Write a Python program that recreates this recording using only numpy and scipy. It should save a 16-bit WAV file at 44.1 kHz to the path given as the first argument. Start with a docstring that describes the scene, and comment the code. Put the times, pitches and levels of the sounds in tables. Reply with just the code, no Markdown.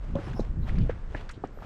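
"""Boots knock on stone, crunch grit and click pebbles as several walkers step briskly along a dirt track.
Knocks are damped rings, heel blows sharp pressure dips, clicks a few decaying cycles, and crunches and
scuffs are showers of random grains; all but the scuffs leave a short scatter off ground and scrub.
Something swishes in narrow bands of noise. Wind, as two sizes of noisy eddies, buffets the microphone,
strongest near 0.8 s, over a quiet bush floor of shaped noise."""
import sys
import numpy as np
from scipy import signal
from scipy.fft import rfft, irfft
from scipy.io import wavfile
from scipy.ndimage import uniform_filter1d

SR = 44100
rng = np.random.default_rng(int(sys.argv[2]) if len(sys.argv) > 2 else 0)


def dump_mix(stems):
    """Bounce the given channels to the path in sys.argv[1] as a 16-bit WAV at rate SR."""
    frames = np.atleast_2d(stems).T  # one column per channel
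    limited = np.clip(frames, -1, 1)  # hard clip at full scale
    pcm = np.round(limited * 32767).astype(np.int16)
    wavfile.write(sys.argv[1], SR, pcm)


def gain_from_decibels(decibels):
    """Convert decibel values to linear amplitude factors."""
    exponent = np.asarray(decibels, float) / 20
    return 10 ** exponent


N = 72765
T = np.arange(N) / SR


def noise():
    """White noise."""
    return rng.standard_normal(N)


def unit(x):
    """Scale to rms 1."""
    return x / np.sqrt(np.mean(x ** 2))


def colour(x, points):
    """Shape a spectrum by (Hz, dB) points, silent below half the first frequency, at rms 1."""
    hz, db = np.array(points, float).T
    f = np.fft.rfftfreq(N, 1 / SR)
    gain = gain_from_decibels(np.interp(np.log(f + 1), np.log(hz), db)) * (f > hz[0] / 2)
    return unit(irfft(rfft(x) * gain, N))


def band(x, hz, width):
    """Resonant band-pass at rms 1, width as a share of the centre."""
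    b, a = signal.iirpeak(min(hz, 0.45 * SR), 1 / max(width, 0.01), fs=SR)
    return unit(signal.lfilter(b, a, x))


def walk(rate):
    """Random levels held 1 / rate s and smoothed twice over that time."""
    hold = int(SR / rate)
    levels = np.repeat(rng.standard_normal(N // hold + 1), hold)[:N]
    return uniform_filter1d(uniform_filter1d(levels, hold), hold)


def grains(per_s, scatter_db):
    """Random clicks of either sign at rms 1, each raised by a random boost averaging scatter_db."""
    struck = rng.random(N) < per_s / SR
    boost = gain_from_decibels(scatter_db * rng.exponential(size=N))
    return unit(struck * rng.standard_normal(N) * boost)


def knocks():
    """Boots on stone: a soft push sets off a damped, dull ring with one overtone that dies quicker."""
    # Each row: start in seconds, level in dB, pitch in Hz, time to fall 60 dB in seconds.
    boot_hits = [(0.154, -36, 191, 0.056), (.1525, -24.5, 557, 0.13), (.187, -20.5, 317, 0.032),
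                 (0.271, -24, 327, 0.025), (0.341, -24.5, 226, 0.052), (.394, -22.5, 825, 0.024),
                 (0.3985, -18.5, 226, 0.055), (0.402, -16, 113, 0.021), (0.813, -22.5, 115, 0.065),
                 (0.823, -23.5, 252.5, 0.066), (0.859, -35, 620, 0.019), (0.894, -21, 486, 0.039),
                 (0.901, -22, 142, 0.014), (1.082, -55, 259, 0.031), (1.144, -28, 517, 0.019),
                 (1.1482, -17.5, 1720, 0.017), (1.148, -15, 290, 0.022), (1.375, -19, 288, 0.012),
                 (1.4376, -17.5, 753, 0.018), (1.4457, -15, 290, 0.016), (1.493, -32.5, 574, 0.0086),
                 (1.573, -23.5, 490, 0.01), (1.588, -38, 1220, 0.011), (1.622, -22, 810, 0.0083)]
    rise_turns, overtone_ratio, overtone_db = 0.86, 1.8, -26  # rise in cycles of the pitch
    rough, rough_hz = 0.3, 400  # rms share of the level, random levels per second
    out = np.zeros(N)
    for s, db, hz, t60 in boot_hits:
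        i = int(s * SR)
        t = np.maximum(T[i:i + SR // 5] - s, 0)
        rise = np.minimum(t * hz / rise_turns, 1) ** 2
        fall = np.exp(-np.log(1000) * t / t60)
        overtone = gain_from_decibels(overtone_db) * fall * np.sin(2 * np.pi * overtone_ratio * hz * t)
        ring = np.sin(2 * np.pi * hz * t) + overtone
        out[i:i + len(t)] += gain_from_decibels(db) * rise * fall * ring
    return out * (1 + rough * unit(walk(rough_hz)))  # loose ground makes the ring ragged


def heels():
    """Heel blows: one sharp pressure dip each, with a small overshoot on either side."""
    # Each row: time of the dip in seconds, peak in dB, distance from centre to zero crossing in seconds.
    blows = [(0.157, -21, 0.00094), (0.3966, -14.5, .0006), (0.8977, -19.5, 0.00047),
             (1.1505, -24.5, 0.00037), (1.441, -20.5, 0.00058)]
    out = np.zeros(N)
    for s, db, width in blows:
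        x = (T - s) / width
        out -= gain_from_decibels(db) * (1 - x ** 2) * np.exp(-x ** 2 / 2)
    return out


def crunches():
    """Grit crushed under a sole: each band of random grains swells fast and dies away."""
    # Each row: start in seconds, level in dB before the swell and decay, centre in Hz,
    # decay time constant in seconds.
    bursts = [(0.155, -34, 950, 0.014), (.267, -50, 1510, 0.0093), (0.316, -48.5, 2500, 0.0051),
              (0.334, -49.5, 2660, 0.0044), (0.358, -40, 770, 0.04), (0.388, -49.5, 5100, 0.02),
              (0.393, -44.5, 1170, 0.0053), (0.667, -47, 1630, 0.008), (0.683, -43.5, 2500, 0.016),
              (0.753, -45, 2280, 0.011), (0.78, -39, 1790, 0.0067), (0.8, -49.5, 2900, 0.023),
              (1.157, -49.5, 2450, 0.036), (0.892, -37.5, 1620, 0.014), (0.905, -53, 1520, 0.042),
              (1.145, -43, 1840, 0.03), (1.29, -33.5, 1590, 0.01), (1.2918, -37.5, 3740, 0.0035),
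              (1.295, -47.5, 6100, 0.0017), (1.306, -46.5, 2140, 0.008), (1.331, -53.5, 3100, 0.02),
              (1.309, -46, 6600, 0.0074), (1.441, -43.5, 1600, 0.015), (1.628, -36, 1400, 0.0026),
              (1.641, -41.5, 1260, 0.001)]
    rise, width = 0.41, 0.63  # shares of the decay and of the centre frequency
    out = np.zeros(N)
    grit = grains(9000, scatter_db=0.71)
    for s, db, hz, decay in bursts:
        t = np.maximum(T - s, 0) / decay
        envelope = (1 - np.exp(-t / rise)) * np.exp(-t)
        out += gain_from_decibels(db) * envelope * band(band(grit, hz, width), hz, width)
    return out


def ticks():
    """Two stones click: a few cycles at a slightly loose pitch, with a weaker rebound."""
    # Each row: start in seconds, level in dB, centre of the random pitch in Hz.
    clicks = [(0.155, -39.5, 3250), (.1565, -47.5, 5850), (0.188, -37.5, 1360), (0.2697, -46, 2620),
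              (0.3332, -38.5, 1600), (.3325, -49, 5960), (0.6944, -33.5, 1940), (0.759, -51, 5650),
              (0.787, -39.5, 4940), (1.154, -39.5, 1840), (1.4398, -31.5, 1204), (1.4735, -52, 5500)]
    swell_turns = 0.98  # cycles until the envelope peaks
    rebound_s, rebound_db = 0.0035, -10  # typical delay, level below the click
    out = np.zeros(N)
    chance = rng.standard_normal((len(clicks), 2))
    for (s, db, hz), (detune, late) in zip(clicks, chance):
        rebound_delay = rebound_s * (1 + 0.14 * late)
        for delay, drop_db in ((0, 0), (rebound_delay, rebound_db)):
            turns = np.maximum(T - s - delay, 0) * hz * (1 + 0.06 * detune)
            envelope = np.e * turns / swell_turns * np.exp(-turns / swell_turns)
            out += gain_from_decibels(db + drop_db) * envelope * np.sin(2 * np.pi * turns)
    return out


def ground_echo(steps):
    """Scatter off ground and scrub: a short burst of decaying noise smears each step."""
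    t60, echo_db = 0.27, -23  # seconds to fall 60 dB, level of the whole tail
    length = SR // 8
    tail = noise()[:length] * np.exp(-np.log(1000) * T[:length] / t60)
    tail = tail / np.sqrt(np.sum(tail ** 2))
    return gain_from_decibels(echo_db) * signal.fftconvolve(steps, tail)[:N]


def scuffs():
    """Soles dragging through dirt: dense fine grains that swell with the drag."""
    # Each row: time in seconds, level in dB before the flicker.
    drag = [(0, -57), (.05, -57.5), (0.129, -57.5), (.2, -48), (.3, -49), (0.389, -52.5), (0.45, -53.5),
            (0.558, -67.5), (0.687, -43.5), (.73, -52), (.82, -51.5), (0.861, -55), (0.921, -50),
            (1.02, -64), (1.12, -54), (1.178, -48.5), (1.251, -57), (1.311, -64), (1.4, -76), (1.46, -56.5),
            (1.532, -68.5), (1.65, -49)]
    # Tone of the dirt. Each row: frequency in Hz, relative density in dB per Hz.
    dirt_tone = [(150, -18), (400, 4), (900, 2), (1700, -5.5), (3000, -12), (5000, -21), (8000, -27),
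                 (10500, -32.5), (14000, -31)]
    s, db = np.array(drag).T
    dirt = colour(grains(8000, scatter_db=1.6), dirt_tone)
    flicker_db = 3.0 * walk(40.1)
    return dirt * gain_from_decibels(np.interp(T, s, db) + flicker_db)


def swishes():
    """Narrow hisses: resonant bands of one noise that swell and fade."""
    # Each row: start in seconds, length in seconds, level in dB, centre in Hz.
    hisses = [(.23, .06, -67, 5300), (.353, 0.041, -58.5, 5350), (.397, 0.014, -56, 3950),
              (.62, .028, -65, 3950), (.232, .056, -73, 9900), (.345, .052, -71, 10000),
              (.648, .055, -66, 3200), (.6, .115, -68.5, 12500), (.33, .095, -69, 12800),
              (1.53, .13, -68, 12800), (0.209, 0.018, -52, 1580)]
    width = 0.09  # share of the centre frequency
    air = noise()
    out = np.zeros(N)
    for s, length, db, hz in hisses:
        swell = np.exp(-(2 * (T - s) / length - 1) ** 4)
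        out += gain_from_decibels(db) * swell * band(band(air, hz, width), hz, width)
    return out


def wind():
    """Slow and small eddies push the diaphragm; their strength follows the gust, not chance."""
    # Each row: time in seconds, level of the slow eddies in dB, level of the small ones relative to it in dB.
    gusts = [(0.0, -31, -13), (0.018, -34.5, -14.5), (0.17, -31, 3), (0.196, -48, 7), (0.298, -37.5, 3.5),
             (0.373, -36, -1.5), (0.41, -28.5, 0.5), (0.446, -27, -21), (0.482, -44, 7), (0.512, -23, -15),
             (0.551, -40.5, 2), (0.583, -40, 12), (0.634, -26.5, -3.5), (0.68, -34.5, -3),
             (0.726, -23, -5.5), (0.756, -26.5, -1.5), (0.81, -19, -1.5), (0.953, -39.5, -1.5),
             (1.038, -33.5, -17), (1.172, -35, -2.5), (1.319, -39, -20), (1.36, -59.5, 15.5),
             (1.585, -37.5, -17.5), (1.65, -53.5, 10.5)]
    # Spectra of the two eddy sizes. 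Each row: frequency in Hz, relative density in dB per Hz.
    slow_eddies = [(12, -8.5), (28, 8.5), (50, -2), (80, -11), (200, -65), (500, -100)]
    small_eddies = [(40, 0), (70, 2.5), (110, 1.5), (160, -1.5), (280, -16), (600, -33.5), (1500, -74)]
    even_s = 0.06  # chance swells are levelled over this time
    s, db, rel_db = np.array(gusts).T
    out = np.zeros(N)
    for points, level_db in ((slow_eddies, db), (small_eddies, db + rel_db)):
        eddies = colour(noise(), points)
        eddies = eddies / np.sqrt(uniform_filter1d(eddies ** 2, int(even_s * SR)))
        out += eddies * gain_from_decibels(np.interp(T, s, level_db))
    return out


def bush_floor():
    """Quiet bush: steady noise, weighted towards the low end."""
    # Each row: frequency in Hz, relative density in dB per Hz.
    bush_tone = [(150, 2), (400, -2), (800, -12), (1500, -12.5), (3000, -28), (6000, -33.5), (8500, -34.5),
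                 (11000, -81), (14500, -76)]
    return gain_from_decibels(-52.5) * colour(noise(), bush_tone)


def scene():
    """Steps with their scatter, then scuffs, swishes, wind and floor, in one channel."""
    steps = knocks() + heels() + crunches() + ticks()
    steps = steps + ground_echo(steps)
    mix = steps + scuffs() + swishes() + wind() + bush_floor()
    return mix[None]


def band_limit(x):
    """A steep low-pass at the top of the band."""
    return signal.sosfilt(signal.butter(12, 14800, fs=SR, output="sos"), x)


def record(dry):
    """The microphone dulls the top with a gentle low-pass."""
    mic_top_hz = 8300
    low_pass = signal.butter(2, mic_top_hz, fs=SR, output="sos")
    heard = signal.sosfilt(low_pass, dry)
    return band_limit(heard)


dry = scene()
out = record(dry)
dump_mix(out)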